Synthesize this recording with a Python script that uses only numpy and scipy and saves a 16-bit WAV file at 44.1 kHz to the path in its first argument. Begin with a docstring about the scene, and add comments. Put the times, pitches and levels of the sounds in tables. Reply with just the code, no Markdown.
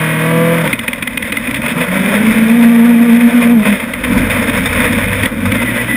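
"""A four-cylinder engine in an off-road buggy pulls, lifts off, revs up to a loud boom, then lugs at low speed:
sums of sinusoids at quarter orders of the firing rate, lifted where an exhaust resonance is crossed.
Filtered noise makes hull drone, roar, panel rattle, dirt and stones; short bursts make bumps, suspension knocks
and the twin clacks of a coasting drive line; unsteady sine notes make the brake squeals at the end.
A slow sample-and-hold converter adds a glassy fizz."""
import sys
import numpy as np
from scipy import signal
from scipy.io import wavfile
from scipy.ndimage import uniform_filter1d

SR = 44100
rng = np.random.default_rng(int(sys.argv[2]) if len(sys.argv) > 2 else 0)


def digitize_waveform(pressure):
    """Quantize a signal to 16-bit integers and store it at the path in sys.argv[1].

    Rows of a 2-D input are taken as channels; values are limited to [-1, 1].
    """
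    field = np.atleast_2d(pressure).T
    bounded = np.clip(field, -1, 1)
    quanta = np.round(bounded * 32767).astype(np.int16)
    wavfile.write(sys.argv[1], SR, quanta)


N = 262836
TIME = np.arange(N) / SR


def amp(db):
    """Level law: converts decibels to a linear gain."""
    return 10 ** (np.asarray(db) / 20)


def unit(x):
    """Normalisation: scales a signal to an rms of 1."""
    return x / np.sqrt(np.mean(x ** 2) + 1e-20)


def read(points, hz):
    """Spectral interpolation: dB at any frequency, linear along a logarithmic frequency axis."""
    point_hz, db = np.transpose(points)
    return np.interp(np.log(hz + 1), np.log(point_hz), db)


def add(mix, s, sound):
    """Superposition: adds a sound to the mix from time s in seconds."""
    part = mix[max(round(s * SR), 0):][:len(sound)]
    part += sound[:len(part)]


def colour(x, points, size=8192):
    """Minimum-phase filtering: rings x through a causal body with the given spectrum."""
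    log_gain = np.log(amp(read(points, abs(np.fft.fftfreq(size, 1 / SR)))))
    # the Hilbert transform of the log gain supplies the phase of a causal response
    response = np.exp(np.conj(signal.hilbert(log_gain)))
    ring = np.fft.ifft(response).real[:size // 2]
    return signal.oaconvolve(x, ring)[:len(x)]


def wander(hz, count):
    """Band-limited chance: slow random values of about rms 1, varying up to about hz."""
    steps = np.arange(count) * 2 * hz / SR
    # the factor restores the rms lost by linear interpolation
    return np.interp(steps, np.arange(4096), rng.standard_normal(4096)) * np.sqrt(3 / 2)


# At speed the driven wheels hop: the engine races a little and its boom eases on every hop.
HOP_AT_S, HOP_PERIOD_S, HOP_SPEED_SHARE, HOP_DB = 2.888, .157, 0.015, 1.37
# Brief drops of the boom. Each row: centre in seconds, depth in dB, half width in seconds.
BOOM_DIPS = [(1.855, 27, .025), (2.338, 30, 0.017), (2.485, 11, 0.02), (2.94, 4, 0.019), (3.205, 5, .012),
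             (3.314, 23, 0.019), (3.428, 9.5, .028), (3.648, 26, 0.017)]


def firings(rows, jitter, hop):
    """Phase accumulation: the integrated firing rate counts firings; returns time, rate, count and tone dB."""
    s, hz, db = np.transpose(rows)
    t = np.arange(s[0], s[-1], 1 / SR)
    lift = hop * np.cos(2 * np.pi * (t - HOP_AT_S) / HOP_PERIOD_S)
    rate = np.interp(t, s, hz) * (1 + HOP_SPEED_SHARE * lift + jitter * wander(34.55, len(t)))
    dip_db = sum(depth * np.exp(-((t - at) / width) ** 2) for at, depth, width in BOOM_DIPS)
    level_db = np.interp(t, s, db) - HOP_DB * lift - dip_db
    return t, rate, np.cumsum(rate) / SR, level_db


# Stretches of the engine's run. Each row: time in seconds, firing rate in Hz before jitter and hop,
# firing tone in dB before the stretch's trim.
FIRST_PULL = [(0, 159.3, -18), (.2, 158.4, -18), (.29, 163.7, -15.5), (.38, 165.3, -14), (.55, 167.9, -16),
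              (.625, 164.1, -16.5), (.66, 153.5, -20), (.7, 144, -27)]
COASTING = [(0.699, 136.7, -27), (0.799, 114, -35.5), (1.029, 89, -44.5), (1.15, 99.7, -41),
            (1.301, 96.9, -38), (1.448, 116.7, -37.5), (1.57, 126.5, -28.5), (1.75, 149, -34)]
HIGH_PULL = [(1.75, 162.5, -17), (1.93, 185.8, -15.5), (2.15, 204.1, -16), (2.3, 220.6, -6),
             (2.42, 221.6, -7.5), (2.53, 233.6, -4), (3.1, 234.9, -6.5), (3.4, 239.9, -3.5),
             (3.56, 231.8, -4.5), (3.62, 208.1, -9), (3.735, 202.5, -11.5), (3.795, 201, -50)]
LOW_PULL = [(4.05, 92, -34), (4.4, 95, -26.5), (4.532, 88.85, -29.5), (4.82, 95.2, -26.5),
            (5.032, 95.6, -27), (5.23, 100.1, -23), (5.299, 92.9, -43), (5.47, 94.4, -21),
            (5.6, 113.7, -27.5), (5.95, 121.4, -30.5)]
# Unequal cylinders give quarter orders. Each row: multiple of the firing rate,
# level in dB against the firing tone before the trims.
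FIRST_ORDERS = [(0.25, -34), (0.5, -35), (0.75, -13.5), (1, 0), (1.25, -9), (1.5, -8), (1.75, -11),
                (2, -10), (2.25, -43), (2.5, -49), (2.75, -38), (3, -16), (3.25, -26), (3.5, -22),
                (3.75, -19), (4, -9.5), (4.25, -29), (4.5, -35), (4.75, -33), (5, -27), (5.25, -34),
                (5.5, -19.5), (5.75, -28), (6, -13), (6.25, -24), (6.5, -21), (6.75, -33), (7, -13.5),
                (7.25, -22), (7.5, -37), (7.75, -22), (8, -25)]
HIGH_ORDERS = [(.5, -32), (.75, -20), (1.25, -43), (1.75, -34), (2, -18.5), (2.25, -42), (2.5, -48),
               (2.75, -56), (3, -26), (3.75, -30), (4, -29), (5, -27.5)]
LOW_ORDERS = [(.5, -6), (1.5, -5.5), (2, 1), (2.5, -11.5), (3, -8.5), (5, -4), (6, -15)]


def engine(rows, orders, tone_db, overtone_db, jitter, flutter, honk_db=0, bite=0,
           pipe_hz=500, pipe_width_hz=14, follow=1, hop=False):
    """Order synthesis and resonance: the exhaust honks when an order sweeps through the pipe's resonance."""
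    t, hz, turns, level_db = firings(rows, jitter, hop)
    count = len(t)
    # overtones ride out short dips, and may swell less than the boom
    load_db = np.minimum(uniform_filter1d(level_db, size=8000), level_db + 12)
    load_db = follow * load_db + (1 - follow) * np.median(load_db)
    # below its usual speed the engine stumbles
    flutter = flutter * np.clip((np.median(hz) / hz) ** 7, 1, 3)
    firing_tone = np.cos(2 * np.pi * turns) * (1 + flutter * wander(40, count))
    out = amp(level_db + tone_db) * firing_tone
    for order, db in orders:
        if order == 1:  # the firing tone itself is already there
            continue
        honk = honk_db / (1 + ((order * hz - pipe_hz) / pipe_width_hz) ** 2)
        # under load the exhaust pulses sharpen, which lifts the whole harmonics
        whole_harmonic = order > 2 and order % 1 == 0
        sharpness = bite * (load_db - np.median(load_db)) * whole_harmonic
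        # no two firings are alike in strength and timing
        uneven = 1 + flutter * order * (wander(30, count) + 1j * wander(30, count))
        wave = (uneven * np.exp(2j * np.pi * (order * turns + rng.random()))).real
        out += amp(load_db + db + overtone_db + honk + sharpness) * unit(wave) / np.sqrt(2)
    return t[0], np.sqrt(2) * out * signal.windows.tukey(count, .02)


# Shaking of the car. Each row: time in seconds, then hull drone, roar and rattle in dB before trims and swells.
SHAKING = [(0, -18, -17, -17), (.4, -20, -17.5, -19), (.66, -20.5, -20.5, -21), (.77, -32, -29.5, -26),
           (1.1, -33, -32, -28.5), (1.45, -29, -31, -26), (1.779, -20, -21.5, -23.5), (1.87, -34, -24, -25),
           (1.97, -19, -20.5, -18.5), (2.35, -18, -20.5, -17), (2.65, -29.5, -25, -22),
           (3.2, -25.5, -24.5, -21), (3.42, -25, -21, -19), (3.6, -22, -27, -25.5),
           (3.721, -23, -25, -17.5), (3.89, -32, -29, -27), (4.02, -25.5, -27.5, -25),
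           (4.15, -20, -21, -20), (4.6, -23, -22, -18.5), (5.23, -24.5, -22.5, -17.5),
           (5.29, -25, -27, -29), (5.6, -25.5, -23, -19), (5.96, -22, -26, -20.5)]
# Knocks of the track through the chassis. Each row: time in seconds, rumble in dB.
TRACK_RUMBLE = [(0, -44), (1, -37.5), (2.15, -35), (2.35, -28.5), (2.55, -44), (3.92, -33), (4.17, -17.5),
                (4.45, -32), (4.8, -25), (4.92, -26.5), (5.2, -25.5), (5.38, -34), (5.52, -28), (5.96, -39)]
# Share of the rattle that repeats with the engine cycle. Each row: time in seconds, share from 0 to 1.
BUZZ_SHARE = [(0, .88), (.25, .8), (.58, .75), (.7, .05), (1.6, .05), (1.95, .5), (2.4, .45), (3.55, .35),
              (3.7, .05), (4.1, .2), (5.96, .25)]
# Spectra of chassis rumble, hull, roar, loose panels and engine-driven buzz.
# Each row: frequency in Hz, relative level in dB per Hz.
RUMBLE_SPECTRUM = [(15, -30), (30, -29), (45, 3), (65, -3), (100, -3.5), (140, -3.5), (200, -16),
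                   (400, -86)]
HULL_SPECTRUM = [(70, -34.5), (145, -14.5), (190, -3.5), (245, 5), (290, -5.5), (340, -14.5), (400, -31.5),
                 (700, -48)]
ROAR_SPECTRUM = [(300, -23.5), (400, -15), (480, 3), (590, 0.5), (700, -7.5), (790, -18), (880, -6),
                 (1000, -4), (1250, -7.5), (1500, -4), (2000, -21), (4000, -35.5)]
PANEL_SPECTRUM = [(700, -24), (1200, -36), (1600, -3.5), (2050, 2.5), (2300, -2), (2530, 2), (2720, -12),
                  (3100, -12), (3600, -7), (4000, -26), (4800, -30), (5200, -21), (5900, -41.5)]
BUZZ_SPECTRUM = [(700, -29.5), (1200, -14), (1580, -3.5), (2050, -2), (2400, 1), (2600, -10), (2750, -14.5),
                 (3150, -7), (3600, -17.5), (4000, -28), (5200, -30), (5900, -27.5)]


def ride(drone_db=3, shake_db=1.81, grit_db=-5, grit_per_s=400, chuff=0.033,
         surge_db=1, sway_db=3, sway_hz=8, size=512):
    """Forced vibration: the track shakes chassis and hull; panels buzz with the engine, and dirt peppers them."""
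    s, *columns = np.transpose(SHAKING)
    drone, roar, rattle = (amp(np.interp(TIME, s, c)) for c in columns)
    drone = drone * amp(sway_db * wander(sway_hz, N))  # uneven swells
    rumble = amp(np.interp(TIME, *np.transpose(TRACK_RUMBLE)))
    low, hull, gas, rush = rng.standard_normal((4, N))

    s, hz, _ = np.vstack([FIRST_PULL, COASTING, HIGH_PULL, LOW_PULL]).T
    turns = np.cumsum(np.interp(TIME, s, hz)) / SR
    firing = 1 + chuff * np.cos(2 * np.pi * turns)
    # the same pattern of knocks comes round every four firings
    pattern = rng.standard_normal(size)
    buzz = unit(np.interp(turns / 4, np.arange(size) / size, pattern, period=1))
    locked = np.clip(np.interp(TIME, *np.transpose(BUZZ_SHARE)), 0, 1)
    loose = np.sqrt(1 - locked) * amp(shake_db * wander(35, N) + surge_db * wander(7, N))

    grit = unit(rng.standard_normal(N) * (rng.random(N) < grit_per_s / SR))
    peppering = (rush * firing + amp(grit_db) * grit) * loose
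    dirt = unit(colour(peppering, PANEL_SPECTRUM)) * np.sqrt(1 - locked.mean())
    panels = dirt + np.sqrt(locked) * unit(colour(buzz * firing, BUZZ_SPECTRUM))
    return (rumble * unit(colour(low, RUMBLE_SPECTRUM))
            + amp(drone_db) * drone * unit(colour(hull * (1 - locked), HULL_SPECTRUM))
            + roar * unit(colour(gas * firing * loose, ROAR_SPECTRUM))
            + rattle * panels)


# Spectrum of the underside under stones. Each row: frequency in Hz, relative level in dB per Hz.
STONE_SPECTRUM = [(400, -5), (1200, -1), (2200, 9), (2800, -23), (3650, 6), (4100, -25.5), (5300, -6),
                  (5900, -25.5)]


def stones(db=-13, per_s=90, spread_db=3, rough_ground=0.13):
    """Random impacts: tyres fling small stones at the underside, louder where the ground is rough."""
    s, _, _, rattle_db = np.transpose(SHAKING)
    road_db = np.interp(TIME, *np.transpose(TRACK_RUMBLE))
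    struck = rng.exponential(1, N)
    size = amp(spread_db * np.minimum(struck, 2)) * (rng.random(N) < per_s / SR)
    # each hit scrapes on with a 3.2 ms decay
    scrape = signal.lfilter([1], [1, -np.exp(-1 / (0.0032 * SR))], size) * rng.standard_normal(N)
    level_db = db + np.interp(TIME, s, rattle_db) + rough_ground * (road_db - road_db.max())
    return amp(level_db) * unit(colour(scrape, STONE_SPECTRUM))


# Bumps that shake the whole body. Each row: start in seconds, level in dB before scaling by length,
# length in seconds, panel rattle in dB against the roar.
BUMPS = [(0.64, -17.5, 0.037, 0), (1.245, -22.5, .045, 8), (1.555, -18.5, 0.023, 11),
         (1.63, -20.5, 0.042, 4), (1.68, -18, 0.051, 10), (1.774, -18, 0.044, -1),
         (1.804, -15.5, 0.038, 6.5), (1.912, -17.5, .04, -2), (3.409, -20, 0.053, 10),
         (3.651, -12.5, 0.039, -0.5), (3.718, -19, .03, -2), (4.037, -15, 0.02, 6),
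         (4.134, -19.5, 0.042, -19), (4.298, -15, 0.035, 6), (5.236, -23, 0.029, -5),
         (5.453, -17, .019, -11), (5.617, -17, 0.02, 3)]


def bump(s, db, length, panel_db=0, hull_db=-2, rise_s=0.0013):
    """Broadband shock excitation: a jolt sets roar, panels and hull crunching at once."""
    t = np.arange(SR // 6) / SR
    jolt = rng.standard_normal(len(t)) * np.minimum(t / rise_s, 1) * np.exp(-(t / length) ** 4)
    crunch = unit(colour(jolt, ROAR_SPECTRUM))
    crunch += amp(panel_db) * unit(colour(jolt, PANEL_SPECTRUM))
    crunch += amp(hull_db) * unit(colour(jolt, HULL_SPECTRUM))
    return s, amp(db) * unit(crunch) * np.sqrt(length / t[-1])


# Spectrum of metal striking metal. Each row: frequency in Hz, relative level in dB per Hz.
CLACK_SPECTRUM = [(400, -28.5), (1000, -5.5), (1750, 0.5), (2060, 13), (2500, 4), (2750, -0.5), (3450, 1),
                  (4100, -14), (5000, -21.5), (5900, -18)]
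# Single knocks from the suspension. Each row: start in seconds, strike peak in dB, main ring in Hz,
# hull thump in dB against the strike.
KNOCKS = [(0.6715, -5.5, 2000, -20), (1.543, -5, 2423, -24), (3.934, -5.5, 1940, -12.5),
          (4.038, -15, 2196, -10), (5.232, -4, 1865, -3), (5.255, -3.5, 1950, -9), (5.517, -3, 2307, -6),
          (5.659, -9, 2045, -13)]


def clack(s, db, ring_hz, thump_db, length, ring_db=-4, ring_s=0.0043, tail_db=-19, tail_s=0.011):
    """Impact and modal decay: metal parts chatter for milliseconds and ring; the hull answers with a thump."""
    t = np.arange(SR // 8) / SR
    burst = np.exp(-(t / length - .8) ** 2 * 2)
    chatter = burst + amp(tail_db) * np.exp(-t / tail_s)
    strike = colour(rng.standard_normal(len(t)) * chatter, CLACK_SPECTRUM)
    ring = np.sin(2 * np.pi * ring_hz * t) * t / ring_s * np.exp(1 - t / ring_s)
    metal = strike / abs(strike).max() + amp(ring_db) * ring / 2
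    thump = colour(rng.standard_normal(len(t)) * burst, HULL_SPECTRUM)
    return s, amp(db) * (metal + amp(thump_db) * thump / abs(thump).max())


CLACK_HZ, REBOUND_HZ = 2480, 2040
SCRAPE_AFTER_S, SCRAPE_LENGTH_S, SCRAPE_DB = 0.093, 0.028, -29  # dB before scaling by length
# While coasting, slack in the drive line clacks twice on every wheel turn. Each row: start in seconds,
# clack strike peak in dB, rebound delay in seconds, rebound strike peak in dB.
WHEEL_TURNS = [(.728, 0, 0.062, -4.5), (.879, -2, 0.051, -5), (1.024, -5.5, 0.049, -4.5),
               (1.172, -3.5, 0.051, -4.5), (1.321, -2, .047, -3), (1.471, -8.5, .038, -8.5),
               (1.616, -11, 0.044, -6.5)]


def drive_line():
    """Backlash impact: each wheel turn brings a clack with a thump, a rebound and a scrape."""
    out = np.zeros(N)
    for s, db, gap_s, rebound_db in WHEEL_TURNS:
        add(out, *clack(s, db, ring_hz=CLACK_HZ, thump_db=-10.5, length=0.0051))
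        add(out, *clack(s + gap_s, rebound_db, ring_hz=REBOUND_HZ, thump_db=-15, length=0.0043))
        scrape_s = s + SCRAPE_AFTER_S
        add(out, *bump(scrape_s, SCRAPE_DB, SCRAPE_LENGTH_S, panel_db=15, hull_db=-6, rise_s=0.013))
    return out


# Larger stones that strike the underside. Each row: start in seconds, peak in dB.
BIG_STONES = [(4.178, -8.5), (4.326, -15), (4.425, -12), (4.573, -12), (4.657, -4), (4.729, -8),
              (4.851, -11.5), (4.925, -13), (5.455, -10.5), (5.62, -16)]


def big_stone(s, db, decay_s=0.013):
    """Impulsive excitation with exponential decay: a larger stone cracks on the underside and skitters off."""
    t = np.arange(SR // 16) / SR
    crack = colour(rng.standard_normal(len(t)) * np.exp(-t / decay_s), STONE_SPECTRUM)
    return s, amp(db) * crack / abs(crack).max()


# Brake squeals. Each row: start in seconds, length in seconds, start and end pitch in Hz before the waver,
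# rms level in dB before the fades.
SQUEALS = [(5.533, 0.11, 2118, 2032, -22), (5.654, 0.057, 2008, 1915, -18.5),
           (5.722, 0.086, 2056, 2006, -25), (5.777, 0.056, 1967, 1947, -19),
           (5.871, 0.12, 1990, 2009, -17.5)]


def squeal(s, length, start_hz, end_hz, db, waver=0.0082):
    """Friction-driven vibration: a brake pad sings in short, unsteady, frequency-modulated notes."""
    count = round(length * SR)
    hz = np.linspace(start_hz, end_hz, count) * (1 + waver * wander(147, count))
    note = np.sqrt(2) * np.sin(2 * np.pi * np.cumsum(hz) / SR)
    return s, amp(db) * note * signal.windows.tukey(count, .5)


def scene():
    """Superposition: engine, ride noise and knocks add up as heard from the car."""
    mix = ride() + stones() + drive_line()
    add(mix, *engine(FIRST_PULL, FIRST_ORDERS, tone_db=1.0, overtone_db=-1.5, jitter=0.001, flutter=0.021,
                     honk_db=16.0, bite=0.92))
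    add(mix, *engine(COASTING, LOW_ORDERS, tone_db=-0.5, overtone_db=-2.5, jitter=0.03, flutter=0.48))
    add(mix, *engine(HIGH_PULL, HIGH_ORDERS, tone_db=-0.5, overtone_db=1.0, jitter=0.0091, flutter=0.14,
                     honk_db=10, pipe_hz=593, pipe_width_hz=31, follow=0.87, hop=True))
    add(mix, *engine(LOW_PULL, LOW_ORDERS, tone_db=2.5, overtone_db=-0.5, jitter=0.017, flutter=0.26))
    for row in BUMPS:
        add(mix, *bump(*row))
    for row in KNOCKS:
        add(mix, *clack(*row, length=0.0052))
    for row in BIG_STONES:
        add(mix, *big_stone(*row))
    for row in SQUEALS:
        add(mix, *squeal(*row))
    return mix[None]


HOLD_HZ, EDGE_HZ = 12000, 15500  # converter's sample rate and final low-pass edge


def record(dry):
    """Saturation and imaging: peaks are rounded off; held samples mirror the sound around the converter's rate."""
    rounded = dry / (1 + dry ** 8) ** (1 / 8)
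    slow = signal.resample_poly(rounded, HOLD_HZ, SR, axis=1)
    held = np.repeat(slow, 4, axis=1)
    out = signal.resample_poly(held, SR, 4 * HOLD_HZ, axis=1)[:, :N]
    low_pass = signal.firwin(255, EDGE_HZ, window=("kaiser", 9), fs=SR)
    return signal.oaconvolve(out, low_pass[None], "same")


dry = scene()
out = record(dry)
digitize_waveform(out)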